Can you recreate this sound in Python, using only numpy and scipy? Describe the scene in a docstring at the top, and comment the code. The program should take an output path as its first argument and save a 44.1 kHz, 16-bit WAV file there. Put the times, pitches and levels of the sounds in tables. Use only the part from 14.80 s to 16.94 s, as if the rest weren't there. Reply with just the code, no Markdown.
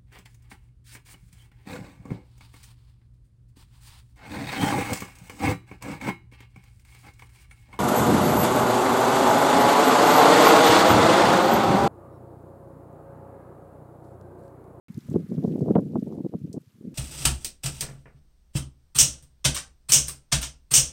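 """Dull thumps of wind over a lumpy rumble: a phone is held at an open window in a night blizzard.
Swarms of short pressure pulses make the thumps and the rumble, and sharp single pulses snap among them.
Dying spits of noise make the ticks, mostly blown snow on the glass, and one broad knock of a sharp eddy.
Bands of flickering noise make the faint hiss of the storm far behind."""
import sys
import numpy as np
from scipy import signal
from scipy.fft import rfft, irfft
from scipy.io import wavfile
from scipy.ndimage import uniform_filter1d

SR = 44100
rng = np.random.default_rng(int(sys.argv[2]) if len(sys.argv) > 2 else 0)


def attenuation_scalar(level_db):
    """Turn a level in dB into a linear amplitude multiplier (20 dB per decade)."""
    decades = np.asarray(level_db, float) / 20
    return 10 ** decades


def persist_wave(psi):
    """Save psi, clipped to +-1, as 16-bit WAV."""
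    counts = np.round(np.clip(psi, -1, 1) * 32767).astype(np.int16)
    wavfile.write(sys.argv[1], SR, np.atleast_2d(counts).T)


N = 94462   # samples in the whole scene
PULSE_ROUNDNESS = 1.136   # for buffets and rumble; 1 = pointed pulses


def rms_one(x):
    """Scale to an average strength (rms) of 1."""
    return x / np.sqrt(np.mean(x ** 2) + 1e-20)


def in_time(rows):
    """Turn a table that starts with seconds into curves, one value per sample for each other column."""
    seconds, *columns = np.transpose(rows)
    return [np.interp(np.arange(N) / SR, seconds, column) for column in columns]


def drift(rate_hz):
    """Slow random wandering of rms 1: noise through a low-pass filter, with its first second dropped."""
    r = np.exp(-2 * np.pi * rate_hz / SR)
    wander = signal.lfilter([1], [1, -2 * r, r * r], rng.standard_normal(N + SR))
    return rms_one(wander[SR:])


def impulses(size):
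    """Random eddies as single-sample pushes or pulls of uneven strength."""
    eddies_per_s, spread_db = 700, 3
    strength_db = spread_db * np.minimum(rng.exponential(1, size), 4)
    strength = attenuation_scalar(strength_db) * rng.choice([-1, 1], size)
    return strength * (rng.random(size) < eddies_per_s / SR)


def eddy_shape(x, width_ms, roundness):
    """Each impulse becomes a bell-shaped pressure pulse, seen through the microphone's bass cut."""
    port_cut_hz = 168.8
    hz = np.arange(len(x) // 2 + 1) * SR / len(x)
    high_pass = signal.butter(4, port_cut_hz, "high", fs=SR, output="sos")
    _, cut = signal.sosfreqz(high_pass, hz, fs=SR)
    bell = np.exp(-(2 * np.pi * hz * max(width_ms, .05) / 1000) ** roundness)
    return irfft(rfft(x) * bell * cut, len(x))


def hiss(level_db):
    """Far storm hiss: noise in half-octave bands, each flickering a little and partly together."""
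    # Tone colour of the hiss. Each row: pitch in Hz, relative strength in dB per Hz.
    colour = np.array([(300, 2), (800, 6.5), (1200, 9), (1750, 8.5), (2500, 4.5), (4000, 3), (8000, 1),
                       (13000, -2), (16000, -1.5)])
    # The hiss under 2.4 kHz against the rest. Each row: time in seconds, boost in dB.
    low_hiss = [(.08, 5), (.3, 0), (.45, 3.5), (.62, 0.5), (.85, -3), (1.2, -2.5), (1.6, -2.5),
                (2.14, -1.5)]
    flicker_db, shared = 1.04, 0.14   # shared: part of the flicker common to all bands
    together = drift(25)
    low_db, = in_time(low_hiss)
    white = rng.standard_normal((2, N))   # neighbouring bands take turns, so they use different noise
    edges = 280 * 2 ** np.arange(0, 6.1, .5)
    out = 0
    for k, (low, high) in enumerate(zip(edges, edges[1:])):
        band_filter = signal.butter(2, [low, high], "band", fs=SR, output="sos")
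        band = signal.sosfilt(band_filter, white[k % 2])
        db = np.interp(np.log(low * high) / 2, np.log(colour[:, 0]), colour[:, 1])
        db = db + low_db * (high < 2400)
        db = db + flicker_db * (shared * together + drift(40))
        out = out + attenuation_scalar(db) * band
    return attenuation_scalar(level_db) * rms_one(out)


def tick(level_db, hz, t60, broad_db):
    """A short strike: a crack and a dying spit of noise, coloured round a centre pitch."""
    octaves, crack_db, crack_t60_s = 1, 3.5, 0.014   # t60: time to fade by 60 dB
    noise = rng.standard_normal(6000)
    edges = hz * 2. ** (np.array([-.5, .5]) * octaves)
    band_filter = signal.butter(3, edges.clip(100, .45 * SR), "band", fs=SR, output="sos")
    band = rms_one(signal.sosfilt(band_filter, noise))
    broad = signal.sosfilt(signal.butter(4, 3800, "high", fs=SR, output="sos"), noise)
    t = np.arange(len(noise)) / SR
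    crack = attenuation_scalar(crack_db - 60 * t / crack_t60_s)
    slow = attenuation_scalar(-60 * t / t60)
    return attenuation_scalar(level_db) * ((slow + crack) * band + attenuation_scalar(broad_db) * (.5 * slow + crack) * broad)


def ticks_and_sleet(hiss_db):
    """Clear ticks at set times, mostly snow grains on glass, and a thin random sleet of fainter ones."""
    # Clear ticks; the one at .9538 is a broad knock of a sharp eddy.
    # Each row: start in seconds, level in dB, centre pitch in Hz,
    # time to fade by 60 dB in seconds, broad treble in dB against the level.
    clear_ticks = [(0.0843, -64, 2090, 0.11, -16), (0.1438, -62, 5800, 0.037, 0),
                   (0.1767, -64.5, 10700, 0.024, 2), (0.2054, -63.5, 4870, .08, 0),
                   (0.3, -63, 8000, 0.076, 2.5), (.329, -66.5, 7000, 0.039, -8),
                   (0.541, -68, 5400, .06, -5), (0.55, -71, 6000, .08, -4), (0.6065, -79, 6000, 0.03, -5),
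                   (0.638, -63.5, 4270, 0.024, -7), (0.659, -68, 6000, 0.3, 1),
                   (0.719, -64.5, 2470, 0.094, -6), (0.7928, -62.5, 6450, 0.036, -11),
                   (0.81, -66, 6020, 0.091, -11.5), (.9538, -51, 2190, 0.034, -14),
                   (1.195, -69.5, 5850, 0.073, 1), (1.235, -72, 11900, 0.11, -6),
                   (1.729, -53, 7100, 0.093, -1), (1.807, -73, 11500, .02, -13),
                   (1.818, -75, 3500, 0.045, -14)]
    sleet_count, sleet_per_s = 90, 46
    sleet_db, sleet_t60_s, sleet_broad_db = -11, 0.034, -17   # sleet_db: faintest grain against the hiss
    out = np.zeros(N + SR)
    for start_s, db, hz, t60, broad_db in clear_ticks:
        out[int(start_s * SR):][:6000] += tick(db, hz, t60, broad_db)
    for when, pitch, size in rng.random((sleet_count, 3)):
        i = int(when * sleet_count / sleet_per_s * SR)
        if i < N:
            db = hiss_db[i] + sleet_db + 9 * size
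            hz = 2500 * 2 ** (2.2 * pitch)
            out[i:i + 6000] += tick(db, hz, sleet_t60_s, sleet_broad_db)
    return out[:N]


def rumble():
    """Small eddies pass all the time between the buffets; sharper ones come when the flow is fast."""
    # The rumble's course. Each row: time in seconds, level in dB, eddy pulse width in ms.
    gust = [(.08, -48, 1.3), (.21, -55.5, 1.3), (.3, -43, 1.1), (.35, -21, .9), (.4, -33, 1.1),
            (.47, -46.5, 1.2), (.52, -31.5, 1.1), (.62, -35, 1.1), (.7, -26.5, 1.1), (.85, -34.5, .8),
            (.93, -33.5, .7), (.99, -20, .6), (1.04, -38.5, 1.05), (1.15, -30, 1.05), (1.21, -45, 1.05),
            (1.3, -35, .6), (1.4, -40, .7), (1.5, -54, 1.05), (1.54, -35.5, .6), (1.58, -44, 1.1),
            (1.7, -51, 1.2), (1.77, -34, .7), (1.81, -64.5, 1.1), (1.92, -68.5, 1.2), (2.04, -47.5, 1.2),
            (2.08, -40, 1.3), (2.14, -45, 1.2)]
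    width_scatter = .12   # rms of the random wandering of the log of the width
    db, width_ms = in_time(gust)
    width_ms = width_ms * np.exp(width_scatter * drift(40))
    train = impulses(N)
    # Every eddy takes the nearest of seven fixed widths.
    widths = np.geomspace(.4, 1.7, 7)
    nearest = np.abs(np.log(width_ms.clip(.1) / widths[:, None])).argmin(axis=0)
    out = 0
    for k, width in enumerate(widths):
        unit = np.sqrt(np.mean(eddy_shape(train, width, PULSE_ROUNDNESS) ** 2))
        chosen = train * attenuation_scalar(db) * (nearest == k)
        out = out + eddy_shape(chosen, width, PULSE_ROUNDNESS) / unit
    return out


def snaps():
    """Sharp single eddies: a narrow push-pull pulse of either sign, with a few weaker ones round it."""
    # Each row: time in seconds, approximate peak of the main pulse in dB, pulse width in ms.
    sharp_eddies = [(0.287, -35, 1), (0.314, -41, 0.52), (0.347, -31, 0.67), (0.358, -18, 0.79),
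                    (0.383, -41, 0.72), (0.52, -29.5, 0.87), (0.582, -37.5, 0.56), (0.627, -31, 1),
                    (0.648, -15, 0.91), (0.678, -24.5, 1), (0.691, -38, 0.72), (0.758, -24.5, 0.9),
                    (0.807, -24.5, 0.87), (0.86, -20.5, 1), (0.882, -15, 0.99), (0.888, -16, 0.85),
                    (0.911, -31, 0.45), (0.921, -26, 0.87), (0.953, -18, 0.58), (0.959, -12.5, 0.69),
                    (0.968, -10, 0.68), (0.987, -22, 0.56), (1.116, -47, 0.78), (1.135, -32, 0.9),
                    (1.156, -14.5, 0.76), (1.161, -25, 0.53), (1.168, -26, 1), (1.292, -38, 0.95),
                    (1.313, -32, 1), (1.324, -25, 0.81), (1.343, -34, 1), (1.403, -29, 0.96),
                    (1.448, -30, 0.86), (1.462, -25, 1), (1.528, -39.5, 1), (1.538, -21.5, 0.84),
                    (1.742, -40.5, 0.97), (1.764, -35.5, 0.83), (1.775, -34, 0.77)]
    ragged_ms, ragged_db, lag_s = 5.0, -11, .001   # spread and level of the weaker pulses; delay of all
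    size = 4096
    out = np.zeros(N + size)
    draws = rng.standard_normal((len(sharp_eddies), 9))
    for (time_s, db, width_ms), draw in zip(sharp_eddies, draws):
        train = signal.unit_impulse(size, "mid") * np.sign(draw[0])
        # The slope of a bell-shaped pulse is a push followed by a pull.
        peak = np.abs(np.gradient(eddy_shape(train, width_ms, 0.94))).max()
        offsets = ((draw[1:5] + .5) * ragged_ms * SR / 1000).astype(int)
        train[size // 2 + offsets] = attenuation_scalar(ragged_db) * draw[5:]
        push_pull = np.gradient(eddy_shape(train, width_ms, 1)) / peak
        out[int((time_s + lag_s) * SR) - size // 2:][:size] += attenuation_scalar(db) * push_pull
    return out[:N]


def buffets():
    """Each thump on the microphone port is a short swarm of eddies that swells and fades as one."""
    # Each row: centre in seconds, level in dB, length in ms (under 4 counts as 4), eddy pulse width in ms.
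    thumps = [(0.106, -33.5, 9.5, 2.1), (0.155, -30, 0, 3.6), (0.18, -27, 10, 1.37), (0.241, -43, 2, 2.3),
              (0.263, -32, 5.5, 2.5), (0.295, -23, 6.5, 1.5), (0.319, -21, 8, 1.3), (0.362, -12, 8, 0.84),
              (0.414, -39.5, 31, 1.3), (0.449, -27, 5.5, 2.9), (0.523, -28.5, 26, 1.01),
              (0.587, -22.5, 18.5, 1.14), (0.648, -23, 15.5, 0.62), (0.71, -26, 23, 0.95),
              (0.734, -41, 15, 1.2), (0.755, -24, 9.5, 1.12), (0.782, -26.5, 3, 0.68),
              (0.824, -18, 16.5, 0.95), (0.889, -23, 32, 0.76), (0.91, -13.5, 9.5, 0.6),
              (0.961, -10, 7.5, 0.47), (0.98, -16.5, 1.5, 1.43), (1.026, -28, 13.5, 0.99),
              (1.065, -31, 17.5, 1.2), (1.096, -37, 1.5, 2), (1.117, -40, 2, 0.63),
              (1.162, -17.5, 11.5, 0.94), (1.19, -21, 8, 1.25), (1.229, -22, 6.5, 0.92),
              (1.247, -33, -5, 2.1), (1.273, -29, 11, 0.67), (1.321, -30, 1, 1.2), (1.382, -24.5, 2.5, 0.8),
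              (1.409, -25, 4.5, 0.94), (1.45, -24, 10, 0.85), (1.464, -21, 0, 0.61),
              (1.497, -34.5, 2.5, 0.97), (1.551, -24.5, 14, 1.28), (1.595, -63, 9, 1.7),
              (1.62, -34.5, 10, 2.6), (1.648, -27.5, 14, 1.45), (1.678, -38.5, 11.5, 0.81),
              (1.7, -30, 7.5, 1.7), (1.746, -32, 6.5, 0.65), (1.778, -27, 5, 0.72), (1.814, -46.5, 10, 2.4),
              (1.833, -55, -10.5, 1.2), (1.877, -47, 11.5, 2.7), (1.903, -62.5, 4, 0.67),
              (1.952, -47.5, 13, 2.2), (2.012, -35, 1, 1.25), (2.053, -29, 4, 1.2), (2.082, -34, 15, 1.04)]
    evening = 0.81   # share of the chance swell taken out of a buffet
    soften_hz_ms, deep_cut_hz = 700, 83   # smooth above soften_hz_ms divided by the pulse width
    size = 4096
    out = np.zeros(N + size)
    ms = (np.arange(size) - size // 2) * 1000 / SR
    hz = np.arange(size // 2 + 1) * SR / size
    for centre_s, db, length_ms, width_ms in thumps:
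        swarm = rms_one(eddy_shape(impulses(size), width_ms, PULSE_ROUNDNESS))
        # Even out the chance swell, then give the swarm one rise and fall.
        swell = np.abs(signal.hilbert(swarm))
        swell = uniform_filter1d(uniform_filter1d(swell, size=130), size=130) + .1
        swarm = rms_one(swarm / swell ** evening)
        swarm = swarm * np.exp(-2 * (ms / max(length_ms, 4)) ** 2)
        treble_cut = 1 / (1 + (hz * width_ms / soften_hz_ms) ** 4)
        bass_cut = hz ** 4 / (hz ** 4 + deep_cut_hz ** 4)
        thump = irfft(rfft(swarm) * treble_cut * bass_cut, size)
        out[int(centre_s * SR) - size // 2:][:size] += attenuation_scalar(db) * thump
    return out[:N]


def scene():
    """Hiss, ticks and wind on the port add up in one channel."""
    # Loudness of the far hiss. Each row: time in seconds, level in dB.
    hiss_level = [(.1, -68.5), (.31, -63), (.42, -67), (.55, -66), (.68, -65.5), (.9, -66), (1.1, -70),
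                  (1.22, -67.5), (1.4, -70.5), (1.7, -72), (2.14, -72)]
    hiss_db, = in_time(hiss_level)
    wind = rumble() + snaps() + buffets()
    return (hiss(hiss_db) + ticks_and_sleet(hiss_db) + wind)[None]


def low_pass(x):
    """Removes everything above the highest recorded frequency."""
    return signal.sosfilt(signal.butter(12, 16360, fs=SR, output="sos"), x)


def record(dry):
    """The capsule's soft overload rounds the largest peaks, the top is cut, and the start is silent."""
    ceiling, top_hz, start_s = 0.75, 16500, .0835   # ceiling: 1 = full scale
    rounded = ceiling * np.tanh(dry / ceiling)
    top_cut = signal.cheby2(10, 50, top_hz, fs=SR, output="sos")
    mix = signal.sosfilt(top_cut, rounded) * (np.arange(N) >= start_s * SR)
    return low_pass(mix)


dry = scene()
out = record(dry)
persist_wave(out)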